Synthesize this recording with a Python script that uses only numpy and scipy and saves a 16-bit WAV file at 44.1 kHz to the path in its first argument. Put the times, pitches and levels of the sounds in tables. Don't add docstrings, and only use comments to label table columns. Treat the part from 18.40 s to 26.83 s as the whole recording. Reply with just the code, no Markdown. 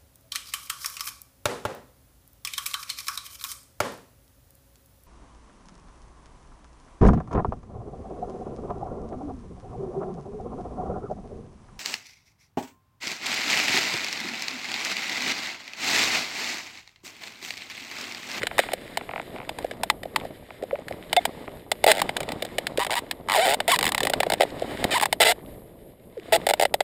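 import sys
import numpy as np
from scipy import signal
from scipy.fft import rfft, irfft, next_fast_len
from scipy.io import wavfile
from scipy.ndimage import uniform_filter1d

SR = 44100
rng = np.random.default_rng(int(sys.argv[2]) if len(sys.argv) > 2 else 0)


def log_audio(samples):
    frames = np.atleast_2d(samples).T
    limited = np.clip(frames, -1, 1)
    pcm = np.round(limited * 32767).astype(np.int16)
    wavfile.write(sys.argv[1], SR, pcm)


N = 371742


# t/s, level/dB
HOLLOWNESS = [(.2, 7.5), (1.5, 6.5), (2.75, 3.5), (3.3, 1.5), (3.46, 10.5), (3.7, 6), (4.5, 4), (5.1, 6.5),
              (5.45, 1), (6.02, 8.5), (6.44, 4), (6.9, 4), (8.43, 9.5)]


def hollowness(s):
    return np.interp(s, *np.transpose(HOLLOWNESS))


SKATE_PER_S = 235


def skating(rate):
    return np.clip(5 * (rate / SKATE_PER_S - 1), 0, 1)


# t/s, relative chatter level/dB, knock pitch f/Hz
SNAPS = [(.032, -25, 484), (0.1814, -19.5, 995), (0.1907, -12.5, 620), (0.3183, -30, 700),
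         (0.3334, -19.5, 609), (0.5723, -20.5, 790), (1.092, -25.5, 758), (1.1863, -29.5, 800),
         (1.3115, -29.5, 570), (1.4338, -18, 790), (1.5, -13, 1013), (1.632, -31, 600),
         (1.7603, -14.5, 1039), (2.7292, -16.5, 746), (2.765, -12, 676), (2.853, -14, 787),
         (3.3164, -14, 712), (3.4405, -13, 685), (3.4642, -13, 640), (3.617, -15, 945), (3.692, -21, 730),
         (3.8044, -23.5, 626), (3.8308, -29.5, 600), (3.889, -25.5, 685), (3.919, -25.5, 718),
         (4.0227, -22, 553), (4.0498, -28, 618), (4.1831, -17.5, 595), (4.4474, -23.5, 914),
         (4.466, -23.5, 655), (4.554, -22, 905), (5.203, -17.5, 701), (5.2789, -16, 699),
         (5.3892, -16.5, 944), (5.4281, -16, 999), (5.5196, -19, 968), (5.5468, -16.5, 996),
         (5.5792, -18.5, 902), (5.6047, -18, 873), (5.6316, -18.5, 451), (5.6508, -18.5, 633),
         (5.67, -17.5, 936), (5.698, -17.5, 630), (5.7354, -15.5, 710), (5.8028, -14, 650),
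         (5.831, -17, 858), (5.9, -18.5, 720), (5.9199, -18, 715), (5.9359, -19, 699), (6.4416, -16.5, 657),
         (6.6117, -18.5, 952), (6.656, -16, 920), (6.727, -13.5, 750), (8.067, -15, 663),
         (8.1358, -17, 722), (8.1967, -15.5, 677), (8.2114, -18, 670), (8.223, -15.5, 665),
         (8.232, -17, 708), (8.252, -16, 670), (8.3406, -15.5, 685), (8.4051, -16.5, 683)]
# t/s, speed/teeth per s, relative chatter level/dB, mean knock pitch f/Hz
RUNS = [
    [(3.476, 191, -16, 668), (3.513, 190, -19.5, 630)],
    [(3.524, 118, -32, 674), (3.593, 87, -25.5, 706)],
    [(4.393, 133, -23.5, 910), (4.436, 250, -25.5, 1005)],
    [(4.506, 110, -23.5, 714), (4.54, 130, -24, 804)],
    [(4.563, 245, -26.5, 955), (4.59, 197, -23.5, 962)],
    [(4.886, 83, -21.5, 1017), (4.934, 114, -19, 957.5), (4.985, 236, -22, 619), (5.045, 280, -21.5, 792),
     (5.066, 111, -20, 655), (5.144, 180, -19, 718.5)],
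    [(5.282, 240, -18.5, 699), (5.306, 260, -18.5, 730), (5.322, 276, -19, 1143), (5.353, 266, -18, 916)],
    [(5.441, 82, -18, 909), (5.499, 82, -18, 894)],
    [(6.007, 83, -14, 635), (6.035, 76, -21.5, 630)],
    [(6.508, 270, -19, 646), (6.535, 262, -21, 601), (6.558, 290, -21, 1063), (6.581, 240, -20, 841)],
    [(6.624, 198, -18.5, 916), (6.64, 256, -18, 796)],
    [(6.802, 188, -13, 673), (6.836, 154, -13, 648.5)],
    [(6.847, 254, -13.5, 669.6), (6.92, 256, -15.5, 697)],
    [(7.923, 199, -15.5, 654), (7.96, 165, -18, 670)],
    [(8.089, 106, -15.5, 697.5), (8.115, 90, -19, 677)],
]
# t/s, relative level/dB
TAPS = [(0.113, -22.5), (0.236, -23), (0.288, -21.5), (0.611, -25.5), (0.692, -21.5), (0.712, -25),
        (0.736, -21), (0.76, -18), (0.779, -23.5), (0.798, -19.5), (0.962, -27), (0.985, -30), (1.002, -26),
        (1.016, -30.5), (1.031, -33), (1.812, -29), (2.106, -28), (2.31, -23), (2.356, -26), (3.079, -25)]
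# t/s, relative chatter level/dB
TICKS = [(.069, -17), (.199, -21), (2.483, -30), (3.5155, -5.5), (3.599, -20.5), (3.767, -17.5),
         (4.2688, -20), (4.3743, -20.5), (4.711, -18.5), (5.317, -13), (5.3602, -19), (5.4102, -21.5),
         (6.5987, -19.5)]
# t/s, knock level/dB, pitch f/Hz
THUMPS = [(1.2445, -12, 582), (1.654, -19.5, 604), (1.85, -20, 625), (2.2242, -17.5, 480),
          (2.235, -18, 596), (2.387, -24, 530), (2.508, -19, 613), (4.38, -9.5, 492), (4.496, -18, 930),
          (5.865, -10.5, 565), (5.9986, -12.5, 570), (6.2196, -11.5, 572)]
TICK_KNOCK_DB, TICK_HZ = -5, 822
TAP_KNOCK_DB, TAP_HZ = -1.5, 753
THUMP_CHATTER_DB = -22
SKATE_QUIET_DB = -10


def run_teeth(run):
    rows = []
    times, *columns = np.transpose(run)
    s = times[0]
    for uneven, hard, deep, detune in rng.standard_normal((70, 4)):
        if s >= times[-1] + .001:
            break
        rate, db, hz = (np.interp(s, times, column) for column in columns)
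        db += SKATE_QUIET_DB * skating(rate)
        hz *= 1 + .025 * detune
        chatter_db = db + 1.8 * hard
        knock_db = db + hollowness(s) + 2.5 * deep
        rows.append((s, chatter_db, knock_db, hz))
        gap_s = np.exp(.0003 * rate * uneven) / rate
        s += max(np.round(gap_s * hz), 1) / hz
    return rows


def teeth():
    rows = [(s, db, db + TICK_KNOCK_DB, TICK_HZ) for s, db in TICKS]
    rows += [(s, -np.inf, db + TAP_KNOCK_DB, TAP_HZ) for s, db in TAPS]
    rows += [(s, db + THUMP_CHATTER_DB, db, hz) for s, db, hz in THUMPS]
    rows += [(s, db, db + hollowness(s), hz) for s, db, hz in SNAPS]
    for run in RUNS:
        rows += run_teeth(run)
    return np.array(rows)


def chatter(rows):
    blows, t = np.zeros(N), np.arange(1200) / SR
    for s, db, _, hz in rows:
        grit, luck = rng.standard_normal(1200), rng.standard_normal((7, 2))
        contact = 0.13 * grit * np.exp(-t / 0.0039)
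        swings = SR / hz * np.exp(.04 * luck[1:6, 0])
        at = np.cumsum(np.r_[0, swings]).astype(int)
        contact[at] += np.exp(-(at / SR * hz / 2.3) ** 2 + .2 * luck[:6, 1])
        soft = np.clip(-.022 * db + 0.26 * luck[6, 0], 0, .85)
        contact = signal.lfilter([np.sqrt(1 - soft ** 2)], [1, -soft], contact)
        add(blows, s, gain_of(db) * contact)
    return gain_of(13.5) * metal(blows)


# f/Hz, width/Hz, relative level/dB
METAL = [(2003, 670, -0.5), (3040, 240, -6), (3540, 270, -5.5), (3994, 254, -6), (4760, 850, -7.5),
         (7090, 460, -10), (8040, 360, -7.5), (8680, 540, -7), (10030, 670, -7.5), (11290, 240, -13),
         (12790, 270, -12.5), (14100, 300, -12.5), (14530, 300, -9.5)]


def metal(x):
    t = np.arange(2000) / SR
    ring = np.zeros(2000)
    for k, (hz, width, db) in enumerate(METAL):
        decay = np.sqrt(width) * np.exp(-np.pi * width * t)
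        ring += (-1) ** k * gain_of(db) * decay * np.sin(2 * np.pi * hz * t)
    ring = signal.sosfilt(signal.butter(3, 1500, "high", fs=SR, output="sos"), ring)
    return signal.oaconvolve(x, ring / np.linalg.norm(ring))[:N]


def knock(rows):
    out, t = np.zeros(N), np.arange(2200) / SR
    for s, _, db, hz in rows:
        swing = np.exp(-((hz * t - 2.4) / 1.032) ** 2) * (1 - np.exp(-hz * t / 0.53))
        hum = 0.5 * (1 - np.exp(-t / 0.0011)) * np.exp(-t / 0.0058)
        body = swing * np.cos(2 * np.pi * hz * t)
        body += hum * np.sin(2 * np.pi * 0.832 * hz * t)
        add(out, s, gain_of(db) * body)
    return out


# mean f/Hz, decay/s, relative level/dB
TAP_RING = [(2120, 0.00035, 9), (1380, 0.0005, 4.5)]


def taps():
    out, t = np.zeros(N), np.arange(400) / SR
    for s, db in TAPS:
        for hz, decay, ring_db in TAP_RING:
            swell = t / decay * np.exp(-t / decay)
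            pitch = hz * (1 + 0.078 * rng.standard_normal())
            add(out, s, gain_of(db + ring_db) * swell * np.sin(2 * np.pi * pitch * t))
    return out


SING_PER_S, SING_DB = 185, -5
SQUEAK_DB, SQUEAK_TILT = -9.5, 0.38


def singing():
    out, strikes, waver = np.zeros(N), np.zeros(N), lumps(90, 2.3)
    for run in RUNS:
        times, *columns = np.transpose(run)
        t = np.arange(times[0], times[-1], 1 / SR)
        rate, db, hz = (np.interp(t, times, column) for column in columns)
        wobble = evened(uniform_filter1d(rng.standard_normal(len(t)), size=150))
        turns = np.cumsum(hz * (1 + 0.024 * wobble)) / SR + rng.random()
        fade = signal.windows.tukey(len(t), .3)
        merged = np.clip(2 * rate / SING_PER_S - 1.5, 0, 1) * fade
        tone_gain = gain_of(SING_DB + db + hollowness(t))
        add(out, times[0], merged * tone_gain * np.sin(2 * np.pi * turns))
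        pulses = sum(np.cos(2 * np.pi * k * turns) / k ** SQUEAK_TILT for k in range(2, 15))
        add(strikes, times[0], skating(rate) * fade * gain_of(SQUEAK_DB + db) * pulses)
    return out * waver + metal(strikes * lumps(150, 2.7))


# t/s, length/s, starting level/dB, start f/Hz, end f/Hz, level of two added higher partials/dB
NOTES = [(2.328, 0.027, -14.5, 510, 630, -48), (2.767, .03, -6, 715, 708, -23.5),
         (7.767, .035, -23, 566, 285, -50)]


def notes():
    out = np.zeros(N)
    for s, length, db, start_hz, end_hz, upper_db in NOTES:
        u = np.arange(0, 1, 1 / (length * SR))
        phase = 2 * np.pi * np.cumsum(start_hz + (end_hz - start_hz) * u) / SR
        upper = gain_of(upper_db) * (np.sin(3 * phase) + np.sin(5 * phase))
        tone = gain_of(-16 * u) * np.sin(phase) + upper
        add(out, s, gain_of(db) * signal.windows.tukey(len(u), .4) * tone)
    return out * lumps(200, 2.7)


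# t/s, low rub level/dB, fine rustle level/dB
HANDLING = [(0, -42.5, -41), (.6, -44, -49), (1.45, -42.5, -53.5), (1.62, -46, -62), (1.8, -39, -49),
            (2.05, -53.5, -58.5), (2.8, -38, -47.5), (3.3, -49, -56), (3.6, -35.5, -48.5),
            (4.0, -38, -49.5), (4.8, -46, -57), (5.7, -32.5, -46.5), (6.08, -37.5, -47.5),
            (6.4, -29.5, -38), (6.7, -42, -55.5), (7.648, -61, -65.5), (8.0, -38.5, -46.5),
            (8.43, -52.5, -70)]
# f/Hz, relative level/dB
RUB = [(35, -17), (240, -8), (640, -9.5), (850, -16), (1250, -23), (3000, -78)]


def impulses(reach_db, limit):
    heights = gain_of(reach_db * np.minimum(rng.exponential(1, N), limit))
    return heights * (rng.random(N) < 70 / SR)


def handling():
    s, rub_db, rustle_db = np.transpose(HANDLING)
    t = np.arange(N) / SR
    bumps = signal.oaconvolve(impulses(5.5, 2.6), np.exp(-t[:900] / 0.0022))[:N]
    rub = coloured(rng.standard_normal(N) * (lumps(40, 3.5) + .9 * evened(bumps)), RUB)
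    crackle = signal.oaconvolve(impulses(5, 4), np.exp(-t[:600] / 0.00042))[:N]
    crackle = crackle * rng.standard_normal(N)
    rustle = rng.standard_normal(N) * lumps(22, 3)
    rustle += 0.45 * evened(uniform_filter1d(crackle, size=3))
    rustle = evened(metal(signal.lfilter([1], [1, -.75], rustle)))
    return gain_of(np.interp(t, s, rub_db)) * rub + gain_of(np.interp(t, s, rustle_db)) * rustle


# f/Hz, relative level/dB
AIR = [(15, -36), (25, -1.5), (591, -5.5), (1330, -40), (6050, -47.5), (12500, -21), (16000, -58.5)]
AIR_DB = -48


def air():
    return gain_of(AIR_DB) * coloured(rng.standard_normal(N) * lumps(12, 2.5), AIR)


def gain_of(db):
    return 10 ** (np.asarray(db) / 20)


def evened(x):
    return x / np.sqrt(np.mean(x ** 2) + 1e-20)


def add(mix, s, sound):
    part = mix[round(s * SR):][:len(sound)]
    part += sound[:len(part)]


def coloured(x, points):
    f, db = np.transpose(points)
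    size = next_fast_len(len(x))
    hz = np.fft.rfftfreq(size, 1 / SR)
    curve_db = np.interp(np.log(hz + 1), np.log(f + 1), db)
    return evened(irfft(rfft(x, size) * gain_of(curve_db), size)[:len(x)])


def lumps(per_s, spread_db):
    knots = rng.standard_normal(4000)
    return gain_of(spread_db * np.interp(np.arange(N) / SR * per_s, np.arange(4000), knots))


def scene():
    rows = teeth()
    reel = chatter(rows) + knock(rows) + taps() + singing()
    return (reel + notes() + handling() + air())[None]


# f/Hz, width/Hz, depth/0-1
HOLLOWS = [(6050, 900, .85), (12050, 600, .92), (10500, 500, .85), (13400, 500, .8)]
EDGE_HZ = 16000


def record(dry):
    for hz, width, depth in HOLLOWS:
        b, a = signal.iirpeak(hz, hz / width, SR)
        dry = dry - depth * signal.lfilter(b, a, dry)
    dry = np.clip(dry, -.9, .9)
    lowpass = signal.firwin(255, EDGE_HZ, window=("kaiser", 12), fs=SR)
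    return signal.oaconvolve(dry, lowpass[None], "same")


dry = scene()
out = record(dry)
log_audio(out)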